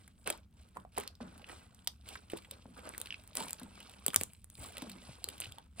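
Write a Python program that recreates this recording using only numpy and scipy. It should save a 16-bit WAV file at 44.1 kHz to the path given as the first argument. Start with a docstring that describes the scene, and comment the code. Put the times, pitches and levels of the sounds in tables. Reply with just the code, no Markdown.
"""A table in a small room, a stereo microphone close by: two hands knead thick slime with small add-ins.
Film snaps are torn noise with a ringing air pocket behind, hollow pops are tones that fall in pitch, and
sticky crackle, squelch and fizz are shaped noise and tiny bubbles that follow the hands.
The lump lands in soft thuds of sagging tone, a fold chirps, and a low rumble carries a wavering hum."""
import sys
import numpy as np
from scipy import signal
from scipy.fft import rfft, irfft, next_fast_len
from scipy.io import wavfile
from scipy.ndimage import map_coordinates

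SR = 44100
rng = np.random.default_rng(int(sys.argv[2]) if len(sys.argv) > 2 else 0)


def generate_wav(sig):
    """Save sig (samples, or channels by samples) to the path in sys.argv[1] as 16-bit PCM at SR."""
    pcm = np.round(np.clip(np.atleast_2d(sig).T, -1, 1) * 32767).astype(np.int16)
    wavfile.write(sys.argv[1], SR, pcm)


N = 255780


def amp(db):
    """Decibels to gain."""
    return 10 ** (np.asarray(db) / 20)


def unit(x):
    """Scale to rms 1."""
    return x / np.sqrt(np.mean(x ** 2) + 1e-20)


def along(points, hz):
    """Read (Hz, value) points on a log frequency axis."""
    point_hz, values = np.transpose(points)
    return np.interp(np.log(hz + 1), np.log(point_hz + 1), values)


def wobble(rate):
    """A smooth random curve with rate knots a second."""
    knots = rng.standard_normal(int(N * rate / SR) + 4)
    return map_coordinates(knots, [np.arange(N) * rate / SR])


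def filtered(x, response):
    """Multiply the spectrum of x by a complex response of frequency."""
    size = next_fast_len(x.shape[-1] + SR // 10)
    spectrum = rfft(x, size) * response(np.fft.rfftfreq(size, 1 / SR))
    return irfft(spectrum, size)[..., :x.shape[-1]]


def coloured(x, spectrum):
    """Pass x through a causal, minimum-phase filter with the given (Hz, dB) shape."""
    size = 2048
    gain = amp(along(spectrum, np.fft.rfftfreq(size, 1 / SR)))
    # Folding the cepstrum onto positive time makes the filter causal.
    cepstrum = irfft(np.log(gain))
    cepstrum[1:size // 2] *= 2
    cepstrum[size // 2 + 1:] = 0
    impulse = irfft(np.exp(rfft(cepstrum)))
    return signal.fftconvolve(x, impulse)[:len(x)]


def resonance(centre_hz, q):
    """Response of one damped mode, unity at its centre."""
    def response(f):
        damping = 1j * f * centre_hz / q
        return damping / (centre_hz ** 2 - f * f + damping)
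    return response


def add(track, s, sound):
    """Mix a sound into a track at s seconds."""
    part = track[..., round(s * SR):][..., :sound.shape[-1]]
    part += sound[..., :part.shape[-1]]


def placed(x, lead_ms, pan_db):
    """Mono to stereo: the left side of the microphone hears it earlier and louder by these amounts."""
    half = np.array([[.5], [-.5]])
    lead_s = half * lead_ms / 10 ** 3
    return amp(half * pan_db) * filtered(x, lambda f: np.exp(2j * np.pi * f * lead_s))


def burst(x, db):
    """Give a short sound the energy of one millisecond at db."""
    return amp(db) * x / np.sqrt(np.sum(x ** 2) * 10 ** 3 / SR)


def background(floor_db=-62.5, hum_db=-67, hum_hz=70, width=0.21):
    """Low rumble is shaped noise nearly alike on both sides; a hum wavers in phase and level."""
    # Spectrum of the rumble. Each row: frequency in Hz, level in dB.
    floor_shape = [(20, -35), (38, -5), (68, 1.5), (100, -0.5), (140, -10.5), (200, -5), (320, -22),
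                   (700, -41.5), (2000, -41), (9000, -50), (16000, -48.5)]
    noise = rng.standard_normal((2, N))
    mid, side = unit(filtered(noise, lambda f: amp(along(floor_shape, f))))
    hum_phase = 2 * np.pi * hum_hz * np.arange(N) / SR + 1.6 * wobble(21)
    hum = unit(np.sin(hum_phase) * amp(5.9 * wobble(18)))
    rumble = np.array([mid + width * side, mid - width * side])
    return amp(floor_db) * rumble + amp(hum_db) * hum


def room(x):
    """The small room answers with a separate noise tail on each side, both fed by the right side."""
    # Reverberation. Each row: frequency in Hz, time to fall by 60 dB in s.
    decay_times = [(100, 0.3), (500, 0.096), (3000, 0.12), (9000, 0.16), (16000, 0.21)]
    # Sound sent into the room. Each row: frequency in Hz, level in dB.
    send_shape = [(100, -8.5), (600, 0.5), (2500, -7.5), (5000, -8), (9000, -12), (16000, -26.5)]
    hz, t, cells = signal.stft(rng.standard_normal((2, SR // 3)), SR, nperseg=256)
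    fade = amp(-60 * t / along(decay_times, hz)[:, None])
    tail = signal.istft(cells * fade, SR, nperseg=256)[1]
    # The tail starts 2.5 ms after the direct sound.
    tail = np.pad(tail / np.linalg.norm(tail[0]), ((0, 0), (SR // 400, 0)))
    sent = coloured(x[1], send_shape)
    return signal.fftconvolve(sent[None], tail, axes=1)[:, :N]


def thuds(slap_db=-3, rough=0.68):
    """The lump meets the table: a short wet slap and a dull ring that sags in pitch."""
    # The lump pressed on the table.
    # Each row: start in seconds, ring level in dB, nominal pitch in Hz, decay in s.
    landings = [(0.775, -49.5, 181, 0.031), (1.208, -43.5, 198.6, 0.051), (1.361, -54.5, 220, 0.023),
                (2.338, -49, 170, 0.022), (2.656, -46, 191, 0.044), (3.409, -49, 168, 0.049),
                (3.615, -46.5, 219, 0.039), (3.689, -51.5, 67.7, 0.039), (4.165, -43, 88, 0.04),
                (4.588, -44, 75, 0.049), (4.822, -40.5, 238, 0.018), (4.862, -49.5, 206.4, 0.085),
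                (4.952, -57, 261, 0.045), (5.09, -42.5, 123, 0.01), (5.468, -45, 90.6, 0.024)]
    sag_start, sag_end = 1.263, .88  # first and last pitch as shares of the nominal one
    sag_s = .028  # time constant of the sinking
    track, t = np.zeros(N), np.arange(SR // 4) / SR
    for s, db, hz, decay in landings:
        ring_noise, slap_noise = rng.standard_normal((2, len(t)))
        ring_mode, slap_mode = resonance(hz, q=1.6), resonance(3 * hz, q=.9)
        sagging_hz = hz * (sag_end + (sag_start - sag_end) * np.exp(-t / sag_s))
        tone = np.sin(2 * np.pi * np.cumsum(sagging_hz) / SR)
        ring = tone + rough * unit(filtered(ring_noise, lambda f: ring_mode(f) ** 2))
        ring = ring * np.exp(-t / decay) * (1 - np.exp(-t / 0.002))
        slap = unit(filtered(slap_noise, lambda f: slap_mode(f) ** 2)) * np.exp(-t / 0.0036)
        add(track, s, amp(db) * (ring + amp(slap_db) * slap))
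    return placed(track, lead_ms=-0.035, pan_db=2.5)


def effort():
    """Drive levels in dB of crackle, squelch and fizz: the grip plus every stroke's rise, hold and release."""
    # Presses and pulls of the hands. Each row: start in seconds, rise in s, hold in s, crackle drive in dB,
    # squelch over crackle in dB, fizz over crackle in dB.
    strokes = [(0.159, 0.032, 0.048, -82.5, 4.5, 14), (0.255, 0.013, 0.013, -44.5, 2, -6.5),
               (0.739, 0.024, 0.0039, -74, 18.5, 10), (0.916, 0.01, 0.016, -67.5, -1.5, 0.5),
               (0.959, 0.018, 0.0073, -47.5, 4, -8), (1.008, .02, 0.038, -65.5, -6, -14),
               (1.203, 0.0057, 0.012, -61, 9.5, -3.5), (1.24, 0.026, .15, -68.5, 6, -1),
               (1.439, 0.063, 0.02, -55.5, 1.5, 0), (1.53, 0.018, 0.086, -66, 1, 0.5),
               (2.022, 0.065, 0.057, -54.5, -3.5, -1.5), (2.293, .012, .07, -60, 0.5, -1),
               (2.504, 0.0094, .01, -60.5, 0.5, -9.5), (2.747, 0.027, 0.014, -63, 6.5, 1),
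               (2.803, 0.054, .015, -58.5, 8.5, 1), (2.892, 0.031, 0.1, -62, 3, 0.5),
               (3.334, 0.048, 0.052, -47, -0.5, 2.5), (3.46, 0.017, 0.025, -58.5, -2, -21),
               (3.577, 0.012, .02, -59, 0.5, -9.5), (3.709, 0.039, 0.12, -61, -4.5, -8),
               (4.134, 0.061, 0.034, -62.5, -4, 11.5), (4.28, .03, 0.082, -75, -7, 6.5),
               (4.499, .015, 0.074, -75, -5.5, 13.5), (4.557, 0.061, 0.054, -54.5, 0.5, 6),
               (4.702, .06, 0.089, -55.5, -0.5, -8), (4.903, 0.052, 0.094, -60, -8.5, -9),
               (5.018, 0.044, 0.067, -60.5, -4, -3.5), (5.256, 0.081, 0.0067, -59.5, 2, -3),
               (5.386, 0.036, 0.015, -54, -6, -3.5), (5.548, 0.026, 0.0082, -66, 4, -16),
               (5.752, 0.072, .03, -46, -4, 3)]
    # Steady grip on the lump. Each row: time in seconds, crackle drive in dB.
    grip = [(0, -67), (.17, -82), (.35, -72), (.47, -99), (.59, -69.5), (.88, -86), (1.35, -79.5),
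            (1.8, -72), (2.0, -77.5), (2.45, -69.5), (2.65, -73), (3.1, -63), (3.25, -70), (4.22, -63),
            (4.42, -87), (4.7, -66), (5.52, -65.5), (5.71, -80.5)]
    grip_squelch_db, grip_fizz_db = 0.5, 0  # over the grip's crackle
    release_db_per_s = 220.5  # a stroke fades as the slime relaxes
    t = np.arange(N) / SR
    grip_db = np.interp(t, *np.transpose(grip))
    power = amp([[0], [grip_squelch_db], [grip_fizz_db]]) ** 2 * amp(grip_db) ** 2
    age = t[:SR // 2]
    for s, rise, hold, db, squelch_db, fizz_db in strokes:
        release = amp(-release_db_per_s * np.maximum(age - rise - hold, 0))
        shape = np.minimum(age / rise, 1) ** 1.55 * release
        levels = amp([[db], [db + squelch_db], [db + fizz_db]])
        add(power, s, (levels * shape) ** 2)
    return 10 * np.log10(power)


def crackle(level_db, spectrum, rate):
    """Tiny sticky threads part in clumps; harder kneading breaks more of them."""
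    smear = 0.63  # unresolved threads under the single breaks
    busy = np.clip(amp((level_db - np.median(level_db)) * 2 / 3), .2, 5)
    breaks = rng.random(N) < rate * busy / SR
    sizes = amp(6 * np.minimum(rng.exponential(size=N), 3)) * rng.choice([-1, 1], N)
    # Dividing by the root of the density leaves the loudness to level_db.
    threads = unit(breaks * sizes / np.sqrt(busy)) + smear * rng.standard_normal(N)
    clumps = amp(3 * wobble(130))
    return amp(level_db) * unit(coloured(threads * clumps, spectrum))


def bubbles(level_db, rate, centre_hz, octaves, cycles, spread_db):
    """Many tiny air pockets burst, each ringing briefly at a pitch of its own."""
    count = int(rate * N / SR)
    when, pitch, size = rng.random((count, 3)).T
    hz = centre_hz * 2 ** (octaves * (2 * pitch[:, None] - 1))
    age = np.arange(SR // 60)
    turns = hz * age / SR
    envelope = np.exp(-turns / cycles) * (1 - np.exp(-turns))
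    rings = amp(spread_db * size[:, None] ** 2) * np.sin(2 * np.pi * turns) * envelope
    where = (when[:, None] * N).astype(int) + age
    return amp(level_db) * unit(np.bincount(where.ravel(), rings.ravel(), N)[:N])


def kneading(sticky_db, squelch_db, fizz_db):
    """The mass squelches under each hand while skin peels from it and small bubbles burst."""
    # Spectra of the squelching mass, the sticky threads and the fizz.
    # Each row: frequency in Hz, level in dB.
    squelch_shape = [(100, -21.5), (250, 1.5), (450, -3), (900, -3), (1500, -1.5), (2500, -23), (5000, -45)]
    sticky_shape = [(600, -30.5), (1400, -18.5), (2400, 8.5), (3600, 7), (5000, 5), (6500, -1.5),
                    (12000, -29.5)]
    fizz_shape = [(3500, -31), (6400, -25.5), (7700, -7), (10000, -9.5), (12000, -32), (13300, -11),
                  (14700, -4), (16000, -25.5)]
    hands = np.zeros((2, N))
    for lead_ms, pan_db in [(0.18, 8.5), (-0.44, -10.5)]:  # left hand, right hand
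        hands += placed(crackle(squelch_db - 5.5, squelch_shape, rate=900), lead_ms, pan_db)
    blips = bubbles(squelch_db - 7, rate=160, centre_hz=881.0, octaves=0.873, cycles=2.5, spread_db=27.5)
    ticks = bubbles(sticky_db - 9, rate=290, centre_hz=2863, octaves=0.567, cycles=22, spread_db=8.5)
    prickles = bubbles(fizz_db - 7.0, rate=400, centre_hz=8980, octaves=0.31, cycles=14, spread_db=12.0)
    sticky = crackle(sticky_db - 2.5, sticky_shape, rate=1100)
    fizz = crackle(fizz_db - 6, fizz_shape, rate=700)
    low = placed(sticky + ticks + blips, lead_ms=-0.054, pan_db=-2.0)
    high = placed(fizz + prickles, lead_ms=0.11, pan_db=0.0)
    return hands + low + high


def tear(decay, rise=0.0002):
    """The brief noise of a film ripping, rise and decay in seconds."""
    t = np.arange(SR // 40) / SR
    envelope = np.exp(-t / max(decay, 1 / SR)) * (1 - np.exp(-t / rise))
    return rng.standard_normal(len(t)) * envelope


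def pocket(hz, decay, cycles=3.5, spatter=2.7):
    """A small air pocket rings for a few cycles, roughened by its tearing wall."""
    t = np.arange(SR // 40) / SR
    mode = resonance(hz, q=1.3)
    envelope = np.exp(-t * hz / cycles) * (1 - np.exp(-t / 0.0001))
    ring = unit(np.sin(2 * np.pi * hz * t) * envelope)
    wall = unit(filtered(tear(decay), mode))
    return filtered(ring + spatter * wall, mode)


def squeaks():
    """A fold lets air out in quick, fading chirps while its pitch drifts."""
    # Runs of chirps. Each row: start in seconds, length in s, first chirp's level in dB,
    # first pitch in Hz, pitch drifted towards in Hz.
    chirp_runs = [(1.4434, .01, -41.5, 2770, 2720), (3.106, 0.043, -31, 2910, 2520),
                  (3.808, .01, -46, 2840, 2800), (5.42, .04, -36, 2830, 2950)]
    chirp_gap_s, fade_db_per_s = .0184, 77
    track = np.zeros(N)
    for s, length, db, first_hz, last_hz in chirp_runs:
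        for age in np.arange(0, length, chirp_gap_s):
            hz = first_hz + (last_hz - first_hz) * age / length
            chirp = pocket(hz, decay=0.0021, cycles=2.2, spatter=0.63)
            add(track, s + age, burst(chirp, db - fade_db_per_s * age))
    return placed(track, lead_ms=-0.053, pan_db=-2.5)


def pops(rough=0.18, spread=0.27):
    """A large pocket opens: its pitch falls as the soft wall goes slack, each at its own spot in the lump."""
    # Large air pockets venting.
    # Each row: start in seconds, level in dB, first pitch in Hz, last pitch in Hz, decay in s.
    vents = [(0.2675, -36.5, 744, 520, 0.0014), (0.2763, -28.5, 920, 520, 0.0024),
             (.287, -46.5, 820, 615, 0.012), (0.3033, -31.5, 760, 550, .006),
             (.3084, -34.5, 503, 353, 0.0047), (.7699, -28, 1090, 976, 0.0021),
             (0.8503, -38.5, 820, 710, 0.0025), (0.9774, -20, 1090, 750, 0.0018),
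             (0.984, -29.5, 565, 384, 0.0062), (1.2044, -41.5, 1015, 403, 0.0063),
             (1.4955, -42.5, 1300, 774, 0.0033), (1.8743, -36.5, 1640, 683, 0.002),
             (2.1551, -30, 1640, 1620, 0.00097), (2.3345, -25, 496, 345, .0038),
             (2.874, -39, 690, 600, 0.0048), (3.406, -32.5, 970, 886, 0.0067),
             (4.066, -40.5, 590, 380, 0.0053), (4.082, -29, 1010, 152, 0.0045),
             (4.1435, -29, 1470, 1240, 0.0026), (4.162, -43.5, 425, 117, 0.0084),
             (4.2128, -31, 960, 136, 0.0037), (5.2452, -43, 485, 338, 0.0026),
             (5.277, -45.5, 520, 378, 0.0094), (5.404, -47, 1010, 620, 0.003),
             (5.584, -37, 974, 872, 0.0026)]
    glide_share = .36  # time constant of the pitch fall, as a share of the decay
    track, t = np.zeros((2, N)), np.arange(SR // 12) / SR
    for s, db, first_hz, last_hz, decay in vents:
        hz = last_hz + (first_hz - last_hz) * np.exp(-t / (glide_share * decay))
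        air = unit(filtered(rng.standard_normal(len(t)), resonance(first_hz, q=6.1)))
        ring = np.sin(2 * np.pi * np.cumsum(hz) / SR) + rough * air
        pop = amp(db) * ring * np.exp(-t / decay) * (1 - np.exp(-t / 0.00016))
        lead_ms = -0.3 * (1 + spread * rng.uniform(-1.7, 1))
        add(track, s, placed(pop, lead_ms, pan_db=-3.0))
    return track


def stray_snaps(crackle_db):
    """Rows of faint snaps at random moments, stronger while the hands work harder, up to a ceiling."""
    per_s, top_db = 14, -50.5  # the ceiling is on the crackle drive they follow
    crack_db, pocket_db, spread_db = 9.5, 10, 9  # first two over that drive, then a random spread
    centre_hz, octaves, decay_s = 2980, 0.36, 0.0024
    rows = []
    for when, size, hollow, pitch in rng.random((int(per_s * N / SR), 4)):
        db = min(crackle_db[int(when * N)], top_db)
        rows.append((when * N / SR,
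                     db + crack_db + spread_db * (2 * size - 1),
                     db + pocket_db + spread_db * (2 * hollow - 1),
                     centre_hz * 2 ** (octaves * (2 * pitch - 1)),
                     decay_s))
    return rows


def snaps(rows):
    """The film tears with a bright crack, the freed air gives one short push, and the pocket behind rings."""
    # Spectrum of the crack. Each row: frequency in Hz, level in dB.
    crack_shape = [(500, -10), (3000, -20.5), (6300, -5), (7700, 5.5), (10000, 6.5), (12300, 1),
                   (14300, 12), (15500, -5), (16500, -26)]
    push_db, push_s = -15, .00012  # puff of freed air: level over the crack, time constant
    cracks, pockets = np.zeros(N), np.zeros(N)
    u = np.arange(SR // 100) / SR / push_s
    push = (1 - u) * np.exp(-u)
    for s, crack_db, pocket_db, pocket_hz, decay in rows:
        add(cracks, s, burst(coloured(tear(decay), crack_shape), crack_db))
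        add(pockets, s, burst(pocket(pocket_hz, decay), pocket_db))
        add(pockets, s, burst(push, crack_db + push_db))
    pockets = filtered(pockets, lambda f: 1 / (1 + (f / 6500) ** 8))  # soft walls swallow the top
    return placed(cracks, lead_ms=0.1147, pan_db=0.2) + placed(pockets, lead_ms=-0.051, pan_db=-2.0)


def scene():
    """Slime close to the microphone, its room, and the background."""
    # Bursting film.
    # Each row: start in seconds, crack level in dB, air pocket level in dB, pocket pitch in Hz, decay in s.
    film_breaks = [(0.078, -48.5, -53, 1690, 0.0015), (0.2746, -26.5, -30, 2100, 0.0014),
                   (0.3011, -22.5, -29, 2480, 0.0029), (0.7706, -50, -46, 1310, 0.0018),
                   (0.9815, -27, -35, 2140, 0.0013), (0.9999, -35.5, -60, 2990, .0012),
                   (1.0348, -46.5, -44, 2300, 0.0034), (1.0764, -38, -32.5, 4970, 0.0013),
                   (1.1528, -59.5, -51, 4940, 0.0023), (1.4954, -64, -40, 1460, 0.0022),
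                   (1.7466, -52, -56, 6100, 0.0018), (1.8734, -26, -23.5, 4100, 0.0013),
                   (1.8765, -30.5, -27.5, 5150, 0.00067), (2.1569, -52, -38.5, 1510, 0.0022),
                   (2.2996, -46.5, -41.5, 2920, 0.0019), (2.3336, -67, -43, 1580, 0.0025),
                   (2.3713, -39.5, -43, 3500, 0.0067), (2.4468, -59, -46.5, 2370, 0.0047),
                   (2.511, -34.5, -39, 3800, 0.0018), (2.8914, -36.5, -51, 2730, 0.00018),
                   (2.9376, -60, -42.5, 2470, 0.0015), (2.9477, -54, -42, 2030, 0.0011),
                   (2.9796, -31.5, -50, 4230, 0.00036), (3.0012, -39, -57, 3850, .0005),
                   (3.0154, -29.5, -39, 3800, 0.00033), (3.0582, -45, -39, 3180, 0.0034),
                   (3.0714, -48, -40.5, 3200, 0.00065), (3.2762, -45, -69, 2840, 0.00054),
                   (3.3539, -29.5, -45, 4000, 0.0001), (3.3708, -25, -33, 4950, 0.00021),
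                   (3.4827, -38.5, -43, 3160, 0.0014), (3.5072, -32, -47, 3900, 0.00083),
                   (3.531, -28, -43, 5170, 0.00056), (3.597, -42.5, -48, 3900, 0.0026),
                   (3.6318, -43.5, -48, 3470, 0.0023), (4.0637, -17.5, -30, 6340, 0.00096),
                   (4.0814, -23.5, -29, 3320, 0.0013), (4.1032, -53, -38.5, 2960, .0009),
                   (4.1333, -39.5, -38, 1330, 0.0034), (4.1437, -23, -30.5, 2240, 0.0014),
                   (4.161, -11.5, -20.5, 5400, .0006), (4.2115, -26, -33.5, 2230, 0.0012),
                   (4.2346, -25, -39.5, 5300, 0.00034), (4.3341, -45.5, -74, 2430, 0.00073),
                   (4.444, -42.5, -68, 3750, 0.00013), (4.5009, -45, -60, 4070, 0.00054),
                   (4.553, -51, -47.5, 3800, 0.0015), (4.7809, -36, -41, 3360, 0.002),
                   (4.8204, -40, -38, 3720, 0.0031), (4.8961, -41.5, -43, 2980, .0014),
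                   (4.9163, -45, -41.5, 4160, 0.0047), (5.2422, -28.5, -29.5, 4290, 0.00055),
                   (5.2874, -30.5, -35, 3120, 0.0012), (5.4027, -28, -44, 3360, 0.00042),
                   (5.4104, -34.5, -53, 4160, 0.00054), (5.5224, -44, -43, 3520, 0.00042),
                   (5.584, -48, -46, 3440, 0.0012), (5.7973, -30, -36, 3550, 0.00034)]
    sticky_db, squelch_db, fizz_db = effort()
    bursts = snaps(film_breaks) + squeaks()
    hollow = pops()
    mass = kneading(sticky_db, squelch_db, fizz_db) + thuds() + snaps(stray_snaps(sticky_db))
    wet = room(amp(-4.0) * bursts + amp(-6.0) * hollow + amp(-7) * mass)
    return bursts + hollow + mass + wet + background()


def record(dry):
    """The recorder cuts steeply above its band limit."""
    top_hz = 16500
    return filtered(dry, lambda hz: 1 / np.sqrt(1 + (hz / top_hz) ** 160))


dry = scene()
out = record(dry)
generate_wav(out)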